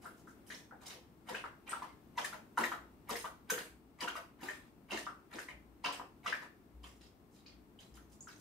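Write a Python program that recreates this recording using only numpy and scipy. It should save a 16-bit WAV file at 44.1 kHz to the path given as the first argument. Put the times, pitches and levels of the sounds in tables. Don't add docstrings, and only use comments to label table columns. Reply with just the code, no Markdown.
import sys
import numpy as np
from scipy import signal
from scipy.fft import rfft, irfft, next_fast_len
from scipy.io import wavfile

SR = 44100
rng = np.random.default_rng(int(sys.argv[2]) if len(sys.argv) > 2 else 0)


def master_out(mix):
    frames = np.transpose(np.atleast_2d(mix))
    ceiling = np.clip(frames, -1, 1)
    pcm = np.round(ceiling * 32767).astype(np.int16)
    wavfile.write(sys.argv[1], SR, pcm)


N = 370748


def lapping():
    sprays, gurgles, pockets = [], [], []
    tongue_slaps(sprays, gurgles, pockets)
    tongue_pulls(sprays, pockets)
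    jaw_snaps(sprays, pockets)
    lip_smacks(sprays, gurgles)
    further_bubbles(pockets)
    return splashes(sprays) + sloshes(gurgles) + plops(pockets)


# start in seconds, slap in dB,
# body near 1 kHz in dB, fizz above 8 kHz in dB, rise in seconds, fade t60 in seconds, brush in dB,
# air pocket in dB, pocket pitch in Hz, slosh in dB, slosh pitch in Hz.
LICKS = [(1.287, -47.5, 4.5, -0.5, 0.0016, 0.16, -49.5, -45, 900, -42, 510),
         (1.690, -52, 2, 2, 0.012, 0.46, -46.5, -55, 735, -54.5, 420),
         (2.176, -39, 3.5, -3.5, 0.0042, 0.17, -61, -32, 920, -45, 617),
         (2.574, -41, 4.5, 6.5, 0.0094, 0.28, -79, -24, 1424, -35, 322),
         (3.093, -35, 1, 8, 0.019, 0.13, -53.5, -34.5, 1160, -37.5, 469),
         (3.499, -37, -4.5, 8, 0.00096, 0.13, -57.5, -29, 1570, -37.5, 472),
         (4.007, -41, 0, -1, 0.00069, 0.15, -51, -50, 1130, -40, 460),
         (4.409, -50.5, 1.5, 6, 0.017, 0.47, -62, -54, 1785, -46.5, 379),
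         (4.908, -39.5, 0.5, -4, 0.0074, .2, -54.5, -36.5, 2760, -38.5, 350),
         (5.329, -47, -1, 2, 0.021, 0.23, -53.5, -52, 1340, -42.5, 452),
         (5.841, -36, -2, -15, 0.0062, 0.18, -77, -33.5, 920, -40.5, 580),
         (6.260, -41.5, -7, -16, 0.0015, 0.29, -49, -29.5, 1213, -45.5, 555)]
BRUSH_COLOUR_DB = (-1, 5, -16, -10)
SLAP_COLOUR_DB = (0, 2.5, -.5, -8)
BRUSH_LEAD_S, BRUSH_RISE_S, BRUSH_T60_S = 0.021, 0.013, 0.22
POCKET_T60_S = 0.019
SLOSH_LAG_S, SLOSH_T60_S = 0.014, 0.093
DEEP_DB, DEEP_HZ = -8, 256


def tongue_slaps(sprays, gurgles, pockets):
    for (s, db, body_db, fizz_db, rise, fade, brush_db,
         pocket_db, pocket_hz, slosh_db, slosh_hz) in LICKS:
        slap_colour = np.add(SLAP_COLOUR_DB, [body_db, 0, 0, fizz_db])
        sprays.append((s - BRUSH_LEAD_S, brush_db, *BRUSH_COLOUR_DB, BRUSH_RISE_S, BRUSH_T60_S))
        sprays.append((s, db, *slap_colour, rise, fade))
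        pockets.append((s, pocket_db, pocket_hz, POCKET_T60_S))
        gurgles.append((s + SLOSH_LAG_S, slosh_db, slosh_hz, SLOSH_T60_S))
        gurgles.append((s + SLOSH_LAG_S, slosh_db + DEEP_DB, DEEP_HZ, SLOSH_T60_S))


# start in seconds, spray in dB, brightest pitch in Hz,
# fade t60 in seconds, plop in dB, plop pitch in Hz, ring t60 in seconds.
PULLS = [(1.345, -45, 2200, 0.24, -31.5, 1620, 0.014), (1.730, -61, 1500, 0.18, -29, 1350, 0.017),
         (2.243, -36, 4220, .11, -37, 1770, 0.034), (2.637, -36.5, 2400, 0.16, -21.5, 1880, 0.0099),
         (3.155, -40.5, 5760, 0.2, -31, 1910, 0.0096), (3.577, -42, 3100, 0.23, -26, 1590, 0.0068),
         (4.076, -40, 2200, 0.11, -31.5, 1474, 0.022), (4.485, -49, 3200, 0.26, -31, 1820, 0.016),
         (4.972, -43, 4600, 0.2, -37, 1810, 0.016), (5.386, -48.5, 4500, 0.2, -25, 1630, 0.0054),
         (5.923, -43, 2400, 0.16, -44, 3070, .015), (6.325, -48.5, 2400, 0.17, -20.5, 1690, 0.0086)]
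PULL_COLOUR_DB = (-2.5, -1, -2, -1)
PULL_RISE_S = 0.002


def tongue_pulls(sprays, pockets):
    for s, spray_db, brightest_hz, fade, plop_db, hz, ring in PULLS:
        sprays.append((s, spray_db, *focused(PULL_COLOUR_DB, brightest_hz), PULL_RISE_S, fade))
        pockets.append((s, plop_db, hz, ring))


# start in seconds, spray in dB, plop in dB,
# plop pitch in Hz, ring t60 in seconds.
JAWS = [(1.440, -51.5, -22.5, 1290, 0.0044), (1.821, -47.5, -30, 1010, 0.0086),
        (2.327, -43.5, -41.5, 1430, 0.017), (2.718, -42.5, -22, 1270, 0.0065),
        (3.243, -41.5, -32.5, 1147, 0.013), (4.154, -39.5, -34.5, 1170, 0.017),
        (5.067, -53.5, -28.5, 1270, 0.011), (5.486, -49.5, -33.5, 2050, 0.0082),
        (5.997, -66, -22.5, 990, 0.0037), (6.419, -49, -41, 1750, 0.014)]
JAW_COLOUR_DB = (4.5, 1, -4, -8.5)
JAW_RISE_S, JAW_T60_S = 0.0098, 0.083


def jaw_snaps(sprays, pockets):
    for s, spray_db, plop_db, hz, ring in JAWS:
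        sprays.append((s, spray_db, *JAW_COLOUR_DB, JAW_RISE_S, JAW_T60_S))
        pockets += paired(s, plop_db, hz, ring)


# start in seconds, level in dB, brightest pitch in Hz,
# fizz above 8 kHz in dB, rise in seconds.
SMACKS = [(0.018, -48, 1000, 13, 0.013), (0.463, -53.5, 6000, 4, 0.016), (0.501, -46, 4080, -7, 0.0013),
          (0.810, -51.5, 899, 12, 0.0051), (0.857, -44.5, 3750, 2.5, .006), (0.899, -47, 2560, -12, 0.0048),
          (6.832, -51, 2720, 2.5, 0.0059), (7.008, -57.5, 5000, -8, 0.0058), (7.348, -61, 3800, 0, 0.017),
          (7.459, -57, 3400, -22, .01), (7.794, -55, 3400, 1.5, 0.011), (7.939, -60, 4450, 5.5, 0.0019),
          (8.276, -53.5, 5240, -2, 0.0045)]
SMACK_COLOUR_DB = (-5, -0.5, 0.5, -1.5)
SMACK_T60_S = 0.24
MOUTH_DB, MOUTH_HZ, MOUTH_T60_S = -14, 655, 0.41


def lip_smacks(sprays, gurgles):
    for s, db, brightest_hz, fizz_db, rise in SMACKS:
        colour = focused(SMACK_COLOUR_DB, brightest_hz) + [0, 0, 0, fizz_db]
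        sprays.append((s, db, *colour, rise, SMACK_T60_S))
        gurgles.append((s, db + MOUTH_DB, MOUTH_HZ, MOUTH_T60_S))


# start in seconds, level in dB, pitch in Hz.
FURTHER_BUBBLES = [(0.055, -38, 1365), (0.273, -47, 1390), (0.502, -37.5, 1775), (0.710, -45, 1432),
                   (0.723, -44, 744), (1.349, -36.5, 2540), (1.694, -38, 8290), (2.578, -24.5, 977),
                   (3.504, -33.5, 6410), (4.006, -39.5, 4820), (4.08, -38.5, 2850), (5.848, -29, 2680),
                   (5.886, -34, 990), (5.925, -47, 8000), (6.838, -53, 3120), (6.840, -49.5, 1110),
                   (7.460, -56.5, 2480), (7.463, -48.5, 4490), (7.789, -52.5, 3150), (7.973, -53, 1360),
                   (8.207, -45, 6770), (8.272, -42.5, 1440)]
FURTHER_RING_S = 0.017


def further_bubbles(pockets):
    for s, db, hz in FURTHER_BUBBLES:
        pockets += paired(s, db, hz, FURTHER_RING_S)


GULP_LAG_S, GULP_DB, GULP_OCTAVES = 0.018, -7, 0.15


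def paired(s, db, hz, ring):
    return [(s, db, hz, ring), (s + GULP_LAG_S, db + GULP_DB, hz * 2 ** GULP_OCTAVES, ring)]


COLOUR_HZ = [1000, 2200, 5000, 11000]
FOCUS_DB_PER_OCTAVE = 5


def focused(colour_db, brightest_hz):
    octaves_away = np.abs(np.log2(np.array(COLOUR_HZ) / brightest_hz))
    return np.array(colour_db) - FOCUS_DB_PER_OCTAVE * octaves_away


def splashes(sprays, level_db=-12.5, clump_db=4.5, clump_s=0.0049, patchy_db=2.0,
             touch_s=0.014, touch_db=-15, top_db=-4, smack_db=-2.0, smack_s=0.0021):
    out, t = np.zeros(N), seconds(0.3)
    colour_hz = COLOUR_HZ + [15000]
    since = np.maximum(t - touch_s, 0)
    touch = amp(touch_db) * np.minimum(t / touch_s, 1) ** 2
    smack = 1 + amp(smack_db) * np.exp(-since / smack_s)
    for s, peak_db, *colour_db, rise, fade in sprays:
        pitches = np.geomspace(620, 14500, 26) * 2 ** rng.uniform(-0.06, 0.06, 26)
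        onset = 1 - np.exp(-since / max(rise, 1e-4))
        envelope = (touch + smack * onset) * amp(-60 * since / max(fade, 0.01))
        energy = np.sqrt(np.mean(envelope ** 2))
        envelope = envelope * clumping(t, clump_db, clump_s)
        colour = np.interp(np.log(pitches), np.log(colour_hz), colour_db + [colour_db[-1] + top_db])
        patchy_colour = colour + patchy_db * rng.standard_normal(len(pitches))
        for hz, db in zip(pitches, patchy_colour):
            flurries = energy * rms_one(envelope * clumping(t, depth_db=3.0, clump_s=0.01254))
            shower = grains(flurries, hz, per_s=210, cycles=29.0, spread_db=6.0)
            add(out, s - touch_s, amp(peak_db + level_db + db) * shower)
    return out


def clumping(t, depth_db, clump_s, settle_s=0.029):
    swing_db = depth_db * np.minimum(t / settle_s, 1) ** 2
    jumps = np.interp(t, np.arange(200) * clump_s, rng.standard_normal(200))
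    return amp(swing_db * (jumps - 0.25))


def sloshes(gurgles, level_db=-11, rise=0.0026, span_octaves=0.49, glop_db=-1, glop_t60=0.07):
    out, t = np.zeros(N), seconds(0.3)
    for s, peak_db, hz, fade in gurgles:
        add(out, s, amp(peak_db + glop_db) * bubble(hz, glop_t60))
        envelope = (1 - np.exp(-t / rise)) * amp(-60 * t / max(fade, 0.01))
        for octave in np.linspace(-span_octaves, span_octaves, 5):
            gurgle = grains(envelope, hz * 2 ** octave, per_s=220, cycles=13, spread_db=3.0)
            add(out, s, amp(peak_db + level_db) * gurgle)
    return signal.sosfilt(signal.butter(2, 1100, fs=SR, output="sos"), out)


def plops(pockets, level_db=6.0, rebound_s=0.004, rebound_db=-3, rebound_octaves=0.21,
          fragment_db=-12, scatter_octaves=0.496, breakup_s=0.024, count=5):
    out = np.zeros(N)
    for s, db, hz, t60 in pockets:
        add(out, s, amp(db + level_db) * bubble(hz, t60))
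        rebound = bubble(hz * 2 ** rebound_octaves, 0.5 * t60)
        add(out, s + rebound_s, amp(db + rebound_db) * rebound)
        octaves = np.linspace(-scatter_octaves, scatter_octaves, count) + rng.normal(0, 0.021, count)
        for delay, octave in zip(rng.random(count), octaves):
            fragment = bubble(hz * 2 ** octave, t60)
            add(out, s + delay * breakup_s, amp(db + fragment_db - 2.7 * delay) * fragment)
    return out


def bubble(hz, t60, glide_octaves=0.12):
    t = seconds(0.08)
    pitch = hz * 2 ** (glide_octaves * (np.minimum(t / t60, 1) - 0.2))
    envelope = (1 - np.exp(-t * hz)) * amp(-60 * t / t60)
    return envelope * np.sin(2 * np.pi * np.cumsum(pitch) / SR)


def grains(envelope, hz, per_s, cycles, spread_db):
    size = len(envelope)
    strength = amp(spread_db * np.minimum(rng.exponential(1, size), 3)) * rng.choice([-1, 1], size)
    clicks = envelope * strength * (rng.random(size) < per_s / SR)
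    sound = resonate(clicks, hz, np.log(1000) / np.pi * hz / cycles)
    return rms_one(sound) * np.sqrt(np.mean(envelope ** 2))


# pitch in Hz, width in Hz, gain in dB.
BOWL_MODES = [(337, 160, -0.5), (484, 85, 1), (599.5, 8.3, -6.5), (930, 22, -4.5), (1160, 30, -10),
              (2600, 88, -16), (2860, 100, -12), (3220, 73, -7), (3790, 69, -55), (6500, 71, -1),
              (8560, 140, -4), (10600, 180, -2), (12800, 230, -10)]


def bowl(water):
    return water + sum(amp(db) * resonate(water, hz, width) for hz, width, db in BOWL_MODES)


# start in seconds, level in dB.
RUSTLES = [(0.146, -71.5), (0.246, -71), (0.531, -68), (6.925, -78), (7.294, -74), (8.082, -68),
           (8.349, -66)]
RUSTLE_S, RUSTLE_HZ = 0.097, 6500


def rustles():
    out = np.zeros(N)
    swell = np.hanning(int(RUSTLE_S * SR))
    for s, db in RUSTLES:
        add(out, s, amp(db) * grains(swell, RUSTLE_HZ, per_s=4000, cycles=3.0, spread_db=10.0))
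    return out


# start in seconds, level in dB.
BOOMS = [(2.779, -56.5), (3.079, -58.5), (3.699, -58.5), (4.099, -62), (4.93, -60.5), (5.534, -55.5),
         (6.74, -48), (7.53, -60), (7.91, -52.5)]
BOOM_HZ, BOOM_T60_S = 59.8, 0.97


def booms(rise=0.0094):
    out, t = np.zeros(N), seconds(1)
    boom = (1 - np.exp(-t / rise)) * np.sin(2 * np.pi * BOOM_HZ * t)
    for s, db in BOOMS:
        add(out, s, amp(db - 60 * t / BOOM_T60_S) * boom)
    return out * pan(3.0)


# left delay in seconds, right delay in seconds, gain in dB.
REFLECTIONS = [(.00102, 0.00078, -5.5), (.00207, 0.00096, -6), (.0044, 0.0051, -11.5), (.0051, 0.0043, -7),
               (0.0089, 0.011, -17), (0.0143, 0.017, -6.5)]


def room(x, direct_db=-4.5, move_s=0.025, count=6):
    dull = signal.lfilter([0.6], [1, -0.4], x + 1e-18)
    out = np.array([x, x])
    for *delays, db in REFLECTIONS:
        for side, delay in enumerate(delays):
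            add(out[side], delay, amp(db) * dull)
    knots, time = np.arange(1000) * move_s, np.arange(N) / SR
    shares = np.array([np.interp(time, knots, rng.random(len(knots)) ** 4) for _ in range(count)])
    shares = shares / np.sqrt(np.sum(shares ** 2, axis=0))
    diffuse = sum(signal.oaconvolve((x * share)[None], diffuse_response(), axes=1)[:, :N]
                  for share in shares)
    return amp(direct_db) * out + diffuse


# frequency in Hz, t60 in seconds.
ROOM_T60 = [(150, 0.66), (500, 0.33), (1400, 0.34), (4000, 0.31), (10000, 0.31), (16000, 0.35)]


def diffuse_response(tail_db=-2.0, build_s=0.0058, early_db=-7, early_t60=0.018):
    t = seconds(0.5)
    tail, early = 0, 0
    for hz, band in diffuse_bands(len(t)):
        tail = tail + band * amp(-60 * t / at_hz(ROOM_T60, hz))
        early = early + band * amp(-60 * t / early_t60)
    opening = 1 - np.exp(-t / build_s)
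    both = amp(tail_db) * rms_one(tail * opening) + amp(early_db) * rms_one(early * opening)
    return both / np.sqrt(len(t))


# frequency in Hz, left-right correlation from 0 to 1.
LIKENESS = [(60, 0.65), (250, 1), (500, 0.73), (1000, 0.11), (2000, 0), (16000, 0)]


def diffuse_bands(size):
    edges = 22 * 2 ** (np.arange(30) / 3)
    white = rng.standard_normal((2, 2, size + SR // 4))
    for k, (low, high) in enumerate(zip(edges, edges[1:])):
        band_filter = signal.butter(2, [low, high], "band", fs=SR, output="sos")
        mid, side = signal.sosfilt(band_filter, white[k % 2])[:, -size:]
        hz = np.sqrt(low * high)
        alike = np.clip(at_hz(LIKENESS, hz), -1, 1)
        yield hz, np.sqrt(1 + alike) * mid + np.sqrt(1 - alike) * side * [[1], [-1]]


# frequency in Hz, left minus right in dB.
WATER_BALANCE = [(200, 0), (700, 2.5), (1500, 2.5), (3000, -1.7), (5000, 1), (6400, -1.5), (8400, 0.5),
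                 (10400, -10), (15000, -5.5)]


def toward_microphones(x):
    size = next_fast_len(N)
    ratio = amp(at_hz(WATER_BALANCE, np.maximum(np.fft.rfftfreq(size, 1 / SR), 1)))
    gains = np.array([ratio, np.ones_like(ratio)]) * np.sqrt(2 / (1 + ratio ** 2))
    return irfft(rfft(x, size) * gains, size)[:, :N]


# frequency in Hz, level in dB per Hz.
AIR = [(15, -50), (25, -18), (55, -7.5), (107, -7.5), (297, -5), (433, -11.5), (469, -21.5), (523, -15.5),
       (1110, -20), (1530, -26.5), (2490, -30), (2850, -33), (6920, -39.5), (8580, -40.5), (15500, -35.5)]
# frequency in Hz, left minus right in dB.
AIR_BALANCE = [(60, 5), (250, -0.6), (750, 9.5), (1200, 1), (1800, 7.5), (3000, 1.5), (14000, 1)]
# pitch in Hz, width in Hz, level in dB relative to the air noise,
# left minus right in dB.
HUMS = [(62.2, 6, -14.5, 10.5), (219, 22, -10.5, 14.5), (299.6, 25, -11.5, 9), (8280, 190, -28.5, 29)]
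# time in seconds, level in dB.
AIR_LEVEL = [(0.0, -63), (0.37, -61.5), (0.89, -64.5), (2.36, -62), (3.6, -64), (3.75, -65), (6.32, -64),
             (7.33, -65), (8.41, -63)]


def purifier(level_db=2.5):
    air = sum(amp(at_hz(AIR, hz)) * pan(at_hz(AIR_BALANCE, hz)) * band
              for hz, band in diffuse_bands(N))
    hums = sum(amp(db) * pan(side_db) * rms_one(resonate(rng.standard_normal(N), hz, width))
               for hz, width, db, side_db in HUMS)
    drift_db = np.interp(np.arange(N) / SR, *np.transpose(AIR_LEVEL))
    return amp(level_db + drift_db) * rms_one(rms_one(air) + hums)


def resonate(x, hz, width_hz):
    r = np.exp(-np.pi * width_hz / SR)
    feedforward = np.array([1, 0, -1]) * (1 - r * r) / 2
    feedback = [1, -2 * r * np.cos(2 * np.pi * hz / SR), r * r]
    return signal.lfilter(feedforward, feedback, x + 1e-18)


def amp(db):
    return 10 ** (np.asarray(db) / 20)


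def rms_one(x):
    return x / np.sqrt(np.mean(x ** 2) + 1e-20)


def at_hz(points, hz):
    freqs, values = np.transpose(points)
    return np.interp(np.log(hz), np.log(freqs), values)


def pan(balance_db):
    gains = amp(np.array([[0.5], [-0.5]]) * balance_db)
    return rms_one(gains)


def seconds(length):
    return np.arange(int(length * SR)) / SR


def add(out, s, sound):
    start = max(int(s * SR), 0)
    out[start:start + len(sound)] += sound[:N - start]


def scene():
    water = bowl(lapping())
    dog = toward_microphones(room(water + rustles()))
    return dog + purifier() + booms()


CUTOFF_HZ = 15680


def record(dry):
    return signal.sosfilt(signal.ellip(14, 0.1, 80, CUTOFF_HZ, fs=SR, output="sos"), dry)


dry = scene()
out = record(dry)
master_out(out)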